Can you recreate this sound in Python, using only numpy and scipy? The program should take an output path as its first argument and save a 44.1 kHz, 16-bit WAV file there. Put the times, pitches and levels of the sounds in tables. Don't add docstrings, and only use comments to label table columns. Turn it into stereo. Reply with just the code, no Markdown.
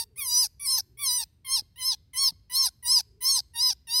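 import sys
import numpy as np
from scipy import signal
from scipy.fft import rfft, irfft
from scipy.io import wavfile
from scipy.ndimage import uniform_filter1d

SR = 44100
rng = np.random.default_rng(int(sys.argv[2]) if len(sys.argv) > 2 else 0)


def unload_wav(signal):
    wavfile.write(
        sys.argv[1],
        SR,
        np.round(np.clip(np.atleast_2d(signal).T, -1, 1) * 32767).astype(np.int16),
    )


N = 176400

# [f/Hz, level/dB]
RUMBLE_SPECTRUM = [(20, -28), (32, -24.5), (45, -6), (62, 4.5), (85, 0), (120, -2.5), (170, -12.5),
                   (250, -19), (400, -26), (600, -34.5), (1200, -41), (2500, -41.5), (6000, -51)]
# [start t/s, length t/s, f/Hz, peak level/dB]
FAR_TONES = [(-.05, 0.43, 422, -68.5), (0.809, 0.22, 368, -69.5), (3.025, 0.337, 398.5, -66.5),
             (3.543, 0.18, 363, -70)]
# [t/s, level/dB, f/Hz]
BUMPS = [(1.618, -44.5, 85), (2.319, -43.5, 150)]
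# [f/Hz, level/dB]
YARD_COLOUR = [(500, -17), (1000, 3.5), (2500, 9), (4300, 0), (5500, -8.5), (8000, -14), (12000, -5),
               (16000, -22)]
# [delay t/s, level/dB]
ECHOES = [(.0008, -22.5), (.0021, -20.5), (.0041, -23)]
# [f/Hz, lead of left over right/rad]
PORT_PHASE = [(100, 0), (1000, .3), (3000, .25), (4200, .85), (5200, .55), (6000, 1.5), (6900, 3),
              (7600, 3.3), (9000, 4.7), (10000, 6.1), (11000, 6.4), (12000, 7.8), (13200, 9.3),
              (14300, 9.6), (16000, 12)]
# [f/Hz, left minus right level/dB]
PORT_BALANCE = [(100, 0), (1000, -1), (2400, 0), (3400, -4), (4400, -5), (5000, .3), (7000, 0)]
# [f shut/Hz, f wide open/Hz, width/Hz, level shut/dB, level wide open/dB]
STEADY_RESONANCES = [(1080, 1100, 870, -10, -16.5), (2240, 2600, 654, 3.5, -22), (4400, 5160, 817, -9, 10)]
FOUR_KHZ_RESONANCE = [(3290, 4250, 854, 0.81, -1.8)]
UPPER_RESONANCES = [(5750, 6335, 810, -9, 0.5), (9570, 8010, 1580, 1, -2),
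                    (12400, 10800, 2000, -10.5, -11.5), (14200, 13140, 1900, -1.5, -7.5)]
# [start t/s, end t/s, time for the mouth to open t/s, widest opening (0-1),
# roughness (0-1), four-kHz resonance level/dB, upper resonances level/dB]
SQUEALS = [(-.15, 0.041, .1, 0.67, 0.1, -11.5, 6), (0.158, 0.471, 0.19, 0.99, 0.18, -7, 8),
           (0.595, 0.809, .12, 0.91, 0.25, -9.5, 5.5), (0.971, 1.241, 0.12, 0.68, 0.2, -2, 5),
           (1.445, 1.612, 0.12, 0.95, 0.11, 0.5, 1), (1.757, 1.949, 0.12, 0.84, 0.2, 1.5, 2.5),
           (2.132, 2.309, 0.075, .9, 0.18, -1, 2), (2.496, 2.692, 0.077, 0.88, 0.4, -3, 2.5),
           (2.825, 3.011, 0.079, 0.94, 0.23, -7, 2.5), (3.205, 3.406, 0.076, 0.98, 0.42, -2.5, 2.5),
           (3.535, 3.733, 0.089, 0.93, 0.25, -2.5, 0), (3.869, 4.07, 0.086, 0.93, .18, 0, 1)]
# [t/s, pitch f/Hz, level/dB before VOICE_DB]
FIRST_COURSE = [
    [(0.004, 935, -26), (0.024, 907, -34.5), (0.035, 936, -39.5)],
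]
# [t/s, pitch f/Hz, level/dB before VOICE_DB]
LATER_COURSES = [
    [(0.169, 1044, -47.5), (0.181, 1230, -36.5), (0.197, 1233, -27), (0.215, 1137, -30),
     (0.287, 963.7, -28.5), (0.381, 990, -18.5), (0.413, 1027, -21.5), (0.453, 868, -25), (0.466, 771, -35)],
    [(0.603, 1154, -42.5), (0.653, 1147, -28), (0.681, 997, -25), (0.711, 1086, -21.5), (0.729, 1034, -23),
     (0.777, 1012, -23), (0.785, 869, -22.5), (0.802, 827, -31)],
    [(0.982, 1096, -51), (0.994, 1159, -37.5), (1.016, 1170, -31), (1.072, 1037, -23), (1.106, 975, -25.5),
     (1.176, 1015, -24.5), (1.196, 905, -26.5), (1.204, 958, -26.5), (1.238, 814, -34.5)],
    [(1.452, 1080, -45.5), (1.482, 1034, -36.5), (1.52, 1060, -24), (1.554, 1072, -23), (1.596, 824, -29.5),
     (1.604, 833, -42.5)],
    [(1.772, 956, -53.5), (1.788, 1044, -44), (1.83, 998.3, -30), (1.876, 1067, -25), (1.892, 1047, -25),
     (1.918, 986.5, -27.5), (1.93, 841, -27.5), (1.94, 848, -36)],
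    [(2.138, 1052, -43), (2.152, 980, -38), (2.176, 1047, -25.5), (2.206, 1109, -23.5),
     (2.248, 1074, -21.5), (2.276, 1040, -22.5), (2.288, 936, -24), (2.298, 934, -39)],
    [(2.503, 993, -45), (2.517, 976, -38.5), (2.553, 1031, -24), (2.583, 1087, -23), (2.635, 1059, -22.5),
     (2.653, 997, -21.5), (2.663, 972, -23), (2.667, 858, -22.5), (2.684, 783, -37.5)],
    [(2.83, 988, -43), (2.84, 975, -41), (2.86, 950, -29.5), (2.886, 992, -22.5), (2.91, 1013, -20.5),
     (2.93, 1077, -20.5), (2.97, 984, -20), (2.982, 981, -21.5), (3.004, 821.5, -31)],
    [(3.21, 1013, -45.5), (3.222, 1005, -34), (3.254, 1022, -24), (3.296, 1097, -20.5),
     (3.358, 1040, -20.5), (3.366, 1022, -20.5), (3.382, 926, -24.5), (3.39, 846, -26), (3.398, 818, -32.5)],
    [(3.544, 941, -51.5), (3.56, 923.6, -36), (3.598, 953.4, -27), (3.628, 1026, -23.5),
     (3.666, 1013, -20.5), (3.692, 989, -25), (3.704, 951, -22.5), (3.714, 835.5, -29.5),
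     (3.725, 818, -35.5)],
    [(3.876, 950, -45), (3.888, 889, -40.5), (3.91, 938.6, -32), (3.92, 930, -30), (3.964, 1012, -22),
     (3.992, 999.3, -22.5)],
]

RUMBLE_DB, RUMBLE_SIDE_DB, HISS_DB = -60.5, -21, -90.5
BUMP_SCUFF_HZ, BUMP_DECAY_S, BUMP_SCUFF_DB = 348, 0.0082, -11
FENCE_DB, FENCE_T60_S = -27, .075
YARD_DB, YARD_T60_S = -35, .6
ATTACK_S, RELEASE_S = 0.0046, 0.0034
CATCH_S, CATCH_ROUGH = .035, .4
BREAK_S, BREAK_ROUGH = .03, 1.45
BREAK_DB_PER_OCTAVE = -3.5
RESONANCE_SAG = 0.015
FINAL_DROP, DROP_S = 0.041, 0.0067
TREMOR, TREMOR_HZ = .004, 45
WOBBLE, WOBBLE_HZ = .016, 172
JITTER, JITTER_HZ = .012, 420
SHIMMER_DB, SHIMMER_HZ = 1, 180
FLICKER_DB, FLICKER_HZ = 3.5, 12.7
AIR_DB, AIR_DB_PER_OCTAVE, AIR_SPREAD_HZ = -12, 8, 520
CATCH_AIR_DB = 5.5
VOICE_DB = 2.5
TOP_HZ = 15800


def undb(db):
    return 10 ** (np.asarray(db) / 20)


def unit(x):
    return x / np.sqrt(np.mean(x ** 2))


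def per_bin(points):
    hz, value = np.array(points, float).T
    bins = np.fft.rfftfreq(N, 1 / SR)
    return np.interp(np.log(bins + 1), np.log(hz), value)


def coloured(points):
    white = rfft(rng.standard_normal(N))
    return unit(irfft(white * undb(per_bin(points)), N))


def flutter(hz, order=2):
    lowpass = signal.butter(order, hz, fs=SR, output="sos")
    return unit(signal.sosfilt(lowpass, rng.standard_normal(N)))


def background(t):
    spectrum = list(RUMBLE_SPECTRUM) + [(16000, -60.5)]
    middle = coloured(spectrum)
    side = undb(RUMBLE_SIDE_DB) * coloured(spectrum) * np.array([[1], [-1]])
    hiss = undb(HISS_DB) * rng.standard_normal((2, N))
    out = undb(RUMBLE_DB) * (middle + side) + hiss
    waver = 1 + 0.073 * flutter(30)
    for start, length, hz, db in FAR_TONES:
        swell = np.sin(np.pi * np.clip((t - start) / length, 0, 1))
        tone = np.sin(2 * np.pi * np.cumsum(hz * waver) / SR)
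        out = out + undb(db) * swell * tone
    return out


def bumps(t):
    out = 0
    scuff = undb(BUMP_SCUFF_DB) * flutter(BUMP_SCUFF_HZ)
    for at, db, hz in BUMPS:
        age = np.maximum(t - at, 0)
        envelope = np.minimum(age / 0.0023, 1) * np.exp(-age / BUMP_DECAY_S)
        knock = np.sin(2 * np.pi * hz * age)
        out = out + undb(db) * (knock + scuff) * envelope
    return out


def tail(t, t60, noise):
    decay = noise * np.exp(-np.log(1000) * t / t60) * (t > .003)
    return decay / np.sqrt(np.sum(decay ** 2))


def yard(x, t):
    channels = []
    for _ in range(2):
        scatter = undb(FENCE_DB) * tail(t, FENCE_T60_S, rng.standard_normal(N))
        long_tail = undb(YARD_DB) * tail(t, YARD_T60_S, coloured(YARD_COLOUR))
        channels.append(signal.fftconvolve(x, scatter + long_tail)[:N])
    return np.array(channels)


def ports(x):
    half = np.exp(.5j * per_bin(PORT_PHASE)) * undb(per_bin(PORT_BALANCE) / 2)
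    left = irfft(rfft(x) * half, N)
    right = irfft(rfft(x) / half, N)
    return np.array([left, right])


def throat(hz, resonances, mouth, breaking):
    power = 0
    for shut_hz, open_hz, width, shut_db, open_db in resonances:
        centre = (shut_hz + (open_hz - shut_hz) * mouth) * (1 - RESONANCE_SAG * breaking)
        peak = undb(shut_db + (open_db - shut_db) * mouth) ** 2
        power = power + peak / (1 + ((hz - centre) / width) ** 2) ** 4
    return power


def squeal(t, row, course, unsteady, flicker, air):
    start, end, opening_s, wide, roughness, four_khz_db, upper_db = row
    times, pitch, level_db = np.array(course, float).T
    jitter, wobble, shimmer, tremor = unsteady

    mouth = wide * np.sin(np.pi / 2 * np.clip((t - start) / opening_s, 0, 1)) ** 2
    breaking = 1 / (1 + np.exp(np.clip((end - BREAK_S - t) / .008, -50, 50)))
    catch = np.exp(-(t - start) / CATCH_S)
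    rough = roughness + BREAK_ROUGH * breaking + CATCH_ROUGH * catch

    pitch = uniform_filter1d(np.interp(t, times, pitch), size=450)
    final_drop = 1 - FINAL_DROP * np.exp(np.minimum(t - end, 0) / DROP_S)
    pitch = pitch * (1 + TREMOR * tremor + rough ** 2 * WOBBLE * wobble) * final_drop
    phase = 2 * np.pi * np.cumsum(pitch * (1 + rough * JITTER * jitter)) / SR

    k = np.arange(1, len(air) + 1)[:, None]
    hz = k * pitch
    height = hz / 5000
    octaves = np.log2(height)
    groups = [(STEADY_RESONANCES, 0), (FOUR_KHZ_RESONANCE, four_khz_db), (UPPER_RESONANCES, upper_db)]
    power = sum(undb(db) ** 2 * throat(hz, resonances, mouth, breaking) for resonances, db in groups)
    waver_db = FLICKER_DB * np.sqrt(height) * flicker
    darkening_db = BREAK_DB_PER_OCTAVE * breaking * octaves
    strength = np.sqrt(power) * undb(waver_db + darkening_db) * (hz < SR / 2)

    air_db = AIR_DB + CATCH_AIR_DB * (wide - mouth) + AIR_DB_PER_OCTAVE * octaves
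    rasp = 1 + rough * undb(air_db) * air
    overtones = np.exp(1j * (k * phase + rng.uniform(0, 2 * np.pi, k.shape)))
    voice = np.sum(strength * np.real(rasp * overtones), axis=0)
    voice = voice * undb(SHIMMER_DB * rough * shimmer)

    voice = voice / np.sqrt(uniform_filter1d(voice ** 2, size=900) + 1e-12)
    gate = np.clip((t - start) / ATTACK_S, 0, 1) * np.clip((end - t) / RELEASE_S + .5, 0, 1)
    return voice * gate * undb(np.interp(t, times, level_db) + VOICE_DB)


def rabbit(t, count=18):
    out = np.zeros(N)
    jitter, wobble = flutter(JITTER_HZ, order=4), flutter(WOBBLE_HZ)
    shimmer, tremor = flutter(SHIMMER_HZ, order=4), flutter(TREMOR_HZ)
    unsteady = np.array([jitter, wobble, shimmer, tremor])
    flicker = np.array([flutter(FLICKER_HZ) for _ in range(count)])
    air = np.array([flutter(AIR_SPREAD_HZ, order=4) + 1j * flutter(AIR_SPREAD_HZ, order=4)
                    for _ in range(count)])
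    for row, course in zip(SQUEALS, list(FIRST_COURSE) + list(LATER_COURSES)):
        now = (t >= row[0]) & (t < row[1] + RELEASE_S)
        out[now] += squeal(t[now], row, course, unsteady[:, now], flicker[:, now], air[:, now])
    return out


def scene():
    t = np.arange(N) / SR
    voice = rabbit(t)
    near = voice
    for delay, db in ECHOES:
        near = near + undb(db) * np.pad(voice, (int(delay * SR), 0))[:N]
    return background(t) + bumps(t) + yard(voice, t) + ports(near)


def record(dry):
    lowpass = signal.ellip(14, .2, 80, TOP_HZ, fs=SR, output="sos")
    return signal.sosfilt(lowpass, dry)


dry = scene()
out = record(dry)
unload_wav(out)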